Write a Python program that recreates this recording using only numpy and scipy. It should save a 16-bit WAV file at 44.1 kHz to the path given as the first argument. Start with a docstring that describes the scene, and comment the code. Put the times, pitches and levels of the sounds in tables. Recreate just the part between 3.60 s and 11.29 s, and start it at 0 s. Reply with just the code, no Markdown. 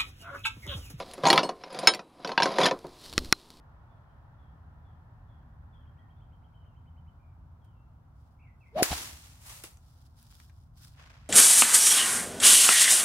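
"""A golf club cracks a ball off a mat into a practice net in a wooded backyard.
The shaft whistles as it sheds vortices, the head thumps the mat, and the hit sets the hollow head ringing.
The net takes the ball with dull blows, rustles and lets it drop; cloth rubs and a shoe drags on turf.
Trunks and leaves scatter short echoes. Behind it all, birds trill, warble and whistle in gliding
pure tones over the drone of distant engines and tyres."""
import sys
import numpy as np
from scipy import signal
from scipy.fft import rfft, irfft, next_fast_len
from scipy.io import wavfile

SR = 44100
rng = np.random.default_rng(int(sys.argv[2]) if len(sys.argv) > 2 else 0)


def wav_record(signal):
    """Record a signal, one row per channel, as 16-bit PCM in the file named by sys.argv[1]."""
    frames = np.transpose(np.atleast_2d(signal))
    bounded = np.clip(frames, -1, 1)
    # unit amplitude maps onto the largest positive 16-bit level
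    quanta = np.round(bounded * 32767).astype(np.int16)
    wavfile.write(sys.argv[1], SR, quanta)


N = 339129
TIME = np.arange(N) / SR
SWEEP_S, STRIKE_S = 5.2249, 5.2299   # the head meets the mat, then the ball

# Stereo image of two closely spaced microphones: frequency_hz, left_right_correlation
STEREO_IMAGE = [(60, 0.98), (200, 0.92), (400, 0.58), (700, .55), (1300, 0.096), (2600, -0.26),
                (5000, -0.12), (8000, -0.006), (15000, 0)]

# Noise colours, each an EQ curve: frequency_hz, relative_db
ROAD_RUMBLE_EQ = [(25, -21.5), (38, -4.5), (55, -1), (80, -0.5), (115, -3), (148, -8.5), (175, -17),
                  (260, -20), (320, -28.5), (420, -39)]
TYRE_EQ = [(190, -34.5), (330, -6.5), (452, -8), (744, -0.5), (996, 0), (1210, -4.5), (1370, -3.5),
           (1740, -15), (2440, -22.5), (3270, -24.5), (6000, -39), (7800, -66.5), (13200, -120)]
MIC_HISS_EQ = [(3000, -1.5), (5000, 4), (9000, -1), (13000, 2), (16000, 1)]
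CLOTH_EQ = [(900, -14), (1400, -4), (2000, -10.5), (2600, -10.5), (3300, -4), (4300, -5), (5100, -1),
            (6200, -7.5), (8300, -9), (9700, -7), (11000, -10.5), (15500, -11)]
SCUFF_EQ = [(400, -13.5), (650, -7), (950, -4.5), (1600, -4.5), (2600, -7.5), (4200, -14), (5100, -13.5),
            (9000, -26), (15000, -34)]
NET_SHIVER_EQ = [(150, -28), (250, -2.5), (347, -5), (420, -10.5), (929, -3), (1510, -4), (2760, -2.5),
                 (3890, -3.5), (5790, -3), (9390, -5.5), (15500, -12.5)]
NET_SLIDE_EQ = [(240, -17), (400, -10), (560, -6.5), (1200, -3), (1510, -6.5), (1880, -3.5), (3360, -5),
                (3680, -5.5), (9650, -3.5), (15500, -11)]
SWING_AIR_EQ = [(590, -31), (1000, 0.5), (1350, -4.5), (4290, -12), (7610, -26), (8340, -31), (9910, -22.5),
                (15500, -29.5)]
CRACK_SCATTER_EQ = [(300, -4), (1800, 3.5), (3400, -1.5), (6000, -1), (10500, -4.5), (15500, -7.5)]

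# Distant engines pass by: nearest_s, time_to_half_power_s, level_db
ENGINE_PASSES = [(.9, .35, -59.5), (2.05, 0.64, -59), (3.5, .6, -61.5), (7.3, 0.27, -63.5)]
# Far birds' falling whistles: start_s, length_s, top_hz, pitch_drop_fraction, relative_db
FAR_WHISTLES = [(0.301, 0.11, 3420, 0.038, -83), (0.469, 0.15, 3160, .03, -86.5),
                (0.793, .11, 3394, 0.057, -78), (1.253, 0.11, 3410, 0.085, -79.5),
                (1.69, 0.12, 3420, 0.065, -77.5), (2.135, 0.12, 3470, 0.15, -73),
                (2.39, .13, 1907, 0.028, -71.5), (2.567, .1, 3480, 0.063, -82),
                (2.939, 0.21, 3190, .17, -76.5), (3.6, .13, 2376, 0.029, -79),
                (4.021, 0.15, 3306, 0.19, -80), (4.16, .13, 2760, .01, -82.5)]
# A nearer bird's slurred syllables: start_s, length_s, first_hz, last_hz, relative_db, vibrato_fraction
WARBLE_SYLLABLES = [(4.793, .045, 2400, 2660, -70.5, .08), (4.84, .054, 2330, 1980, -70, .025),
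                    (5.01, .034, 2720, 2220, -67.5, .01), (5.062, .03, 2090, 2160, -68, .03)]
# Contour of one trill note: length_fraction, top_pitch_fraction, relative_db
TRILL_CONTOUR = [(0, .58, -19), (.21, .68, -4), (.4, .93, -7), (.64, 1, 3.5), (1, .96, -6)]

# Cloth rubs as the golfer winds up, lowers the club, turns, settles and steps: full_s, hold_s, relative_db
CLOTH_MOVES = [(4.56, 0.15, -88.5), (5.0, 0.15, -88.5), (6.22, 0.24, -76), (6.58, .26, -69),
               (6.96, .07, -82), (7.18, 0.071, -66.5), (7.22, .01, -63)]
# A sole drags over the turf: full_s, hold_s, relative_db
SHOE_SCUFFS = [(7.395, 0.034, -59), (7.5, .07, -64.5), (7.65, .04, -67)]
# Snaps of net, dry leaves, twigs and cloth: start_s, relative_db, body_hz, body_gain_db, t60_s
DRY_SNAPS = [(4.044, -68.5, 9390, -2.5, .087), (5.314, -33, 3070, 5, 0.15),
             (5.3287, -32.5, 1580, 1.5, 0.05), (5.897, -43.5, 2500, -13, 0.058),
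             (6.0375, -35, 9000, 4.5, 0.018), (6.0402, -37.5, 420, 1.5, 0.027),
             (6.1717, -51.5, 6000, 8, 0.0072), (6.628, -58, 12000, 10, .012),
             (6.7252, -49.5, 3940, -8, 0.0094), (6.8002, -40, 1250, -0.5, 0.015),
             (6.896, -56, 1492, 1.5, 0.035), (7.272, -53, 6950, -3.5, .012), (7.39, -60, 1800, 0, 0.036)]

# The ball drives in, the net billows and snaps taut, the ball lands: start_s, peak_db, pitch_hz, t60_s
BALL_BLOWS = [(5.308, -29.5, 706, 0.019), (5.3083, -24.5, 71, 0.17), (5.3162, -17, 130, 0.013),
              (5.318, -24.5, 850, 0.02), (5.3286, -23, 740, 0.028), (5.528, -41.5, 70.4, .3),
              (6.0395, -44, 330, 0.048)]
# The shaken net swings back ever more weakly: full_s, hold_s, relative_db
NET_SWINGS = [(5.25, 0.13, -38.5), (5.425, 0.01, -49), (5.64, 0.023, -58.5), (5.72, .005, -64)]
# The ball slips, slides down the netting and lands in the slack: full_s, hold_s, relative_db
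BALL_SLIDES = [(5.82, .01, -60.5), (5.865, 0.12, -54), (5.895, 0.017, -51.5), (6.045, 0.0061, -52)]

# The shaft's vortex tone and air hiss through the downswing: time_s, pitch_hz, tone_db, hiss_db
DOWNSWING = [(5.122, 380, -72, -87), (5.14, 462, -55, -72), (5.154, 535, -43, -63),
             (5.163, 625, -27.5, -52), (5.185, 680, -27.5, -38.5), (5.2, 742, -25, -38),
             (5.217, 722, -23, -43.5), (5.223, 686, -40.5, -48), (5.235, 602, -69.5, -59)]
# Instants when the swish's tone briefly drops out: time_s
SWISH_DIPS = [5.1785, 5.191, 5.211]
# Modes of the hollow club head and ball: pitch_hz, relative_db, t60_s
HEAD_MODES = [(1390, -20, .017), (1950, -18, .011), (2330, -19, .015), (2800, -23, .011), (4300, -22, .014),
              (5420, -18, .026), (6150, -23, .007), (6840, -13, .012), (7400, -20, .008), (9230, -19, .009),
              (9760, -18, .011), (10500, -16, .021), (10800, -21, .012), (12350, -23, .013),
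              (13600, -24, .018), (15300, -26, .012)]


def from_db(db):
    """Decibels to gain."""
    return np.exp(np.asarray(db) * (np.log(10) / 20))


def unit_rms(x):
    """Normalise to an rms of one."""
    return x / np.sqrt(np.mean(x ** 2) + 1e-20)


def gate(rows, fade_s=0.013):
    """Open from the first row's time to the last, with a fade just outside each end."""
    first_s, last_s = rows[0][0], rows[-1][0]
    return np.interp(TIME, [first_s - fade_s, first_s, last_s, last_s + fade_s], [0, 1, 1, 0])


def decay(start_s, t60_s):
    """An envelope with an instant attack that falls 60 dB in t60_s."""
    return (TIME >= start_s) * from_db(-60 * np.clip((TIME - start_s) / t60_s, 0, 4))


def swell(full_s, rise_s, hold_s, t60_s):
    """An envelope that climbs 20 dB per rise_s up to one, holds, and falls 60 dB in t60_s."""
    t = TIME - full_s
    return from_db(20 * np.clip(t / rise_s, -10, 0) - 60 * np.clip((t - hold_s) / t60_s, 0, 4))


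def band(x, low_hz, high_hz):
    """Band-pass filter."""
    sos = signal.butter(2, [low_hz, min(high_hz, .45 * SR)], "band", fs=SR, output="sos")
    return signal.sosfilt(sos, x + 1e-18)


def drift(rate_hz):
    """A random modulator with an rms of one."""
    knots = rng.standard_normal(int(TIME[-1] * rate_hz) + 2)
    return unit_rms(np.interp(TIME * rate_hz, np.arange(len(knots)), knots))


def noise(eq):
    """Diffuse stereo noise at unit rms, shaped by an EQ curve and rolled off steeply past its ends."""
    size = next_fast_len(N, True)
    log_hz = np.log(np.maximum(np.fft.rfftfreq(size, 1 / SR), 1))
    eq_hz, eq_db = np.transpose(eq)
    beyond = np.abs(log_hz - np.clip(log_hz, np.log(eq_hz[0]), np.log(eq_hz[-1])))
    gain = from_db(np.interp(log_hz, np.log(eq_hz), eq_db) - 40 * beyond)
    image_hz, correlation = np.transpose(STEREO_IMAGE)
    alike = np.interp(log_hz, np.log(image_hz), correlation)
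    mid, side = rfft(rng.standard_normal((2, size)))
    stereo = np.sqrt(1 + alike) * mid + np.sqrt(1 - alike) * side * [[1], [-1]]
    return unit_rms(irfft(gain * stereo, size)[:, :N])


def ring(start_s, hz, t60_s):
    """A struck mode: one decaying sine."""
    return decay(start_s, t60_s) * np.sin(2 * np.pi * hz * (TIME - start_s))


def from_tee(x, pan_db, lag_s):
    """Sound from the tee reaches the right microphone first; positive pan_db favours the left."""
    left = np.interp(TIME - lag_s, TIME, x)
    return np.array([left * from_db(pan_db / 2), x * from_db(-pan_db / 2)])


def woods(x, t60_s, build_s, top_hz):
    """Yard reverb: trunks, shed and leaves scatter a diffuse echo that builds and dies away."""
    t = TIME[:SR]
    envelope = from_db(-60 * t / t60_s) * (1 - np.exp(-t / build_s))
    impulse = unit_rms(band(rng.standard_normal((2, SR)), 250, top_hz) * envelope) / np.sqrt(SR)
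    return signal.fftconvolve(np.atleast_2d(x), impulse, axes=1)[:, :N]


def mic_hiss(level_db=-88):
    """The microphones' faint noise floor."""
    return from_db(level_db) * noise(MIC_HISS_EQ)


def traffic(engine_hz=78, road_db=-55.5, pass_rumble_db=5, tyres_db=-63, fade_db_per_s=1.38, pan_db=.07):
    """Engines swell and fade with distance, lifting the road's rumble; the tyre wash slowly recedes."""
    powers = [from_db(db) ** 2 / (1 + ((TIME - s) / half_s) ** 2) for s, half_s, db in ENGINE_PASSES]
    passing = np.sqrt(sum(powers))
    phase = 2 * np.pi * np.cumsum(engine_hz * (1 + .04 * drift(5))) / SR
    hum = np.sin(phase) + 0.65 * np.sin(2 * phase) + 0.16 * np.sin(3 * phase)
    engines = passing * from_db(1.7 * drift(8.1)) * hum
    rumble = np.hypot(from_db(road_db), from_db(pass_rumble_db) * passing) * noise(ROAD_RUMBLE_EQ)
    tyres = from_db(tyres_db - fade_db_per_s * TIME) * noise(TYRE_EQ)
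    return (engines + rumble + tyres) * from_db([[pan_db / 2], [-pan_db / 2]])


def chorus(level_db=-77):
    """Many birds far off merge into a narrow wash that dies away early."""
    envelope = swell(0, rise_s=.01, hold_s=2.35, t60_s=1.8)
    return from_db(level_db) * envelope * noise([(1500, -1), (1750, 1.5), (1920, -1.5), (2100, -24)])


def bird_note(rows, bend, fade_s):
    """A pure tone along rows of time_s, pitch_hz, level_db; bend shifts the pitch by a fraction."""
    s, hz, db = np.transpose(rows)
    envelope, note = gate(rows, fade_s), np.zeros(N)
    on = envelope > 0
    phase = 2 * np.pi * np.cumsum(np.interp(TIME[on], s, hz) * (1 + bend[on])) / SR
    note[on] = np.sqrt(2) * from_db(np.interp(TIME[on], s, db)) * envelope[on] * np.sin(phase)
    return note


def far_whistles(quaver, fade_db=12):
    """Each far call starts high and strong, then sinks and fades."""
    return sum(bird_note([(s, hz, db), (s + length_s, hz * (1 - drop), db - fade_db)], quaver, .011)
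               for s, length_s, hz, drop, db in FAR_WHISTLES)


def warble(quaver, vibrato_hz=42):
    """Each syllable glides from one pitch to another under a fast vibrato."""
    song = 0
    for s, length_s, first_hz, last_hz, db, depth in WARBLE_SYLLABLES:
        vibrato = depth * np.cos(2 * np.pi * vibrato_hz * (TIME - s))
        song += bird_note([(s, first_hz, db), (s + length_s, last_hz, db)], quaver - vibrato, .006)
    return song


def trill(quaver, start_s=2.128, gap_s=.119, quicken_s=.0014, note_s=.047, top_hz=3300, sink_hz=18.7):
    """A run of thirteen slightly uneven notes, each a little sooner and lower than the last."""
    song = 0
    for k, db in enumerate(-76 + 0.5 * rng.standard_normal(13)):
        onset_s = start_s + gap_s * k - quicken_s * k ** 2 / 2
        peak_hz = top_hz - sink_hz * k
        rows = [(onset_s + along * note_s, peak_hz * pitch, db + accent_db)
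                for along, pitch, accent_db in TRILL_CONTOUR]
        song += bird_note(rows, quaver, fade_s=.012)
    return song


def birds():
    """Three voices in the trees: the farther the bird, the more of it arrives as reverb."""
    quaver = .018 * drift(220)
    trilled, warbled, far = trill(quaver / 2), warble(quaver / 2), far_whistles(quaver)
    direct = from_db(-2) * trilled + from_db(-2.5) * warbled + from_db(-4) * far
    send = from_db(-9) * trilled + from_db(-5) * warbled + from_db(-4.5) * far
    return direct + woods(send, t60_s=0.33, build_s=0.0093, top_hz=8000)


def rustle(strokes, eq, rise_s, t60_s, grain_db, grain_hz, surge_db):
    """With each stroke, fibres catch and slip in small clumps and uneven surges, then settle."""
    power = sum((from_db(db) * swell(s, rise_s, hold_s, t60_s)) ** 2 for s, hold_s, db in strokes)
    grains = unit_rms(from_db(grain_db * drift(grain_hz) + surge_db * drift(60)))
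    return np.sqrt(power) * grains * noise(eq)


def golfer(cloth_gain_db=4.5, scuff_gain_db=3):
    """Body foley: cloth rubs and a shoe drags over turf."""
    cloth = rustle(CLOTH_MOVES, CLOTH_EQ, rise_s=.035, t60_s=.45,
                   grain_db=2.5, grain_hz=830, surge_db=1.6)
    scuffs = rustle(SHOE_SCUFFS, SCUFF_EQ, rise_s=.062, t60_s=.69,
                    grain_db=2.5, grain_hz=500, surge_db=.7)
    return from_db(cloth_gain_db) * cloth + from_db(scuff_gain_db) * scuffs


def snaps(gain_db=-5.5):
    """Net, leaves, twigs and cloth snap: a tick of a few cycles and a bright burst around its pitch."""
    crackle = noise([(1100, 9), (2000, 4.5), (6000, -2), (15500, -15)])
    white, mix = rng.standard_normal(N), 0
    for s, db, hz, body_db, t60_s in DRY_SNAPS:
        body = from_db(body_db - 2) * unit_rms(band(white, hz / 1.31, hz * 1.43))
        burst = decay(s, t60_s) * (crackle + body)
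        tick = from_db(body_db) * ring(s, hz, t60_s=10 / hz)
        mix += from_db(db + gain_db) * (burst + tick)
    return mix


def net(shiver_gain_db=2, slide_gain_db=3.5):
    """The net takes the ball with dull blows, shivers, and lets it run down."""
    blows = sum(from_db(db) * ring(s, hz, t60_s) for s, db, hz, t60_s in BALL_BLOWS)
    shiver = rustle(NET_SWINGS, NET_SHIVER_EQ, rise_s=.02, t60_s=.68,
                    grain_db=1.5, grain_hz=630, surge_db=.4)
    slide = rustle(BALL_SLIDES, NET_SLIDE_EQ, rise_s=.046, t60_s=.32,
                   grain_db=1.5, grain_hz=830, surge_db=.7)
    return blows + from_db(shiver_gain_db) * shiver + from_db(slide_gain_db) * slide


def swish(wander=0.031, flutter_db=1.5, wake_db=-13.5, dip_s=.0018):
    """The shaft's vortices sing higher as it speeds up; the head drags a noisy wake."""
    times_s, *curves = np.transpose(DOWNSWING)
    hz, tone_db, hiss_db = [np.interp(TIME, times_s, curve) for curve in curves]
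    phase = 2 * np.pi * np.cumsum(hz * (1 + wander * drift(150))) / SR
    # through each dip the tone shrinks to nothing and returns with its polarity flipped
    dips = np.prod([np.tanh((TIME - s) / dip_s) for s in SWISH_DIPS], axis=0)
    tone = np.sqrt(2) * from_db(tone_db + flutter_db * drift(120)) * dips * np.sin(phase)
    wake = from_db(tone_db + wake_db) * unit_rms(band(rng.standard_normal(N), 140, 520))
    air = from_db(hiss_db) * noise(SWING_AIR_EQ)
    return (from_tee(tone + wake, pan_db=1, lag_s=0.000074) + air) * gate(DOWNSWING)


def mat_sweep(thump_db=-10, thump_hz=390, width_s=0.0012, brush_db=-29):
    """The head skims the mat: one short pressure wave and a brush of turf fibres."""
    t = TIME - SWEEP_S
    thump = from_db(thump_db) * np.exp(-(t / width_s) ** 2) * np.cos(2 * np.pi * thump_hz * t)
    fibres = unit_rms(band(rng.standard_normal((2, N)), 900, 15000))
    brush = from_db(brush_db) * decay(SWEEP_S, t60_s=0.11) * fibres
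    return from_tee(thump, pan_db=0, lag_s=0.00018) + brush


def crack_tail(level_db=-31, t60_s=.3):
    """Countless trunks and leaves return the crack as a smooth dying hiss."""
    return from_db(level_db) * decay(STRIKE_S + .003, t60_s) * noise(CRACK_SCATTER_EQ)


def strike(ring_gain_db=-1.8, click_db=-1.5, knock_db=-20, scatter_db=-24):
    """A half-millisecond contact knocks the ball and rings the head; the ground scatters the crack."""
    modes = sum((-1) ** k * from_db(db) * ring(STRIKE_S, hz, t60_s)
                for k, (hz, db, t60_s) in enumerate(HEAD_MODES))
    click = from_db(click_db) * ring(STRIKE_S, hz=7200, t60_s=0.00057)
    knock = from_db(knock_db) * ring(STRIKE_S - .0004, hz=1750, t60_s=0.0053)
    scatter = from_db(scatter_db) * decay(STRIKE_S, t60_s=0.085) * noise(CRACK_SCATTER_EQ)
    head = from_tee(from_db(ring_gain_db) * modes - click, pan_db=4, lag_s=4 / SR)
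    ball = from_tee(knock, pan_db=-1.5, lag_s=4 / SR)
    return head + ball + scatter


def scene(swing_send_db=-21, snap_send_db=-10):
    """The mix: the shot and its echo up front, then net and foley, over the backyard ambience."""
    swing, snapping = swish() + mat_sweep(), snaps()
    send = from_db(swing_send_db) * swing + from_db(snap_send_db) * snapping
    echo = woods(send, t60_s=0.15, build_s=0.0037, top_hz=11060)
    shot = swing + strike() + crack_tail()
    foley = snapping + net() + golfer()
    ambience = birds() + chorus() + traffic() + mic_hiss()
    return shot + echo + foley + ambience


def record(dry, low_cut_hz=30, high_cut_hz=15850):
    """Output chain: trim the deepest bass, clip at full scale, then cut the top steeply."""
    low_cut = signal.butter(2, low_cut_hz, "high", fs=SR, output="sos")
    high_cut = signal.ellip(12, .2, 70, high_cut_hz, fs=SR, output="sos")
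    clipped = np.clip(signal.sosfilt(low_cut, dry), -1, 1)
    return signal.sosfilt(high_cut, clipped)


dry = scene()
out = record(dry)
wav_record(out)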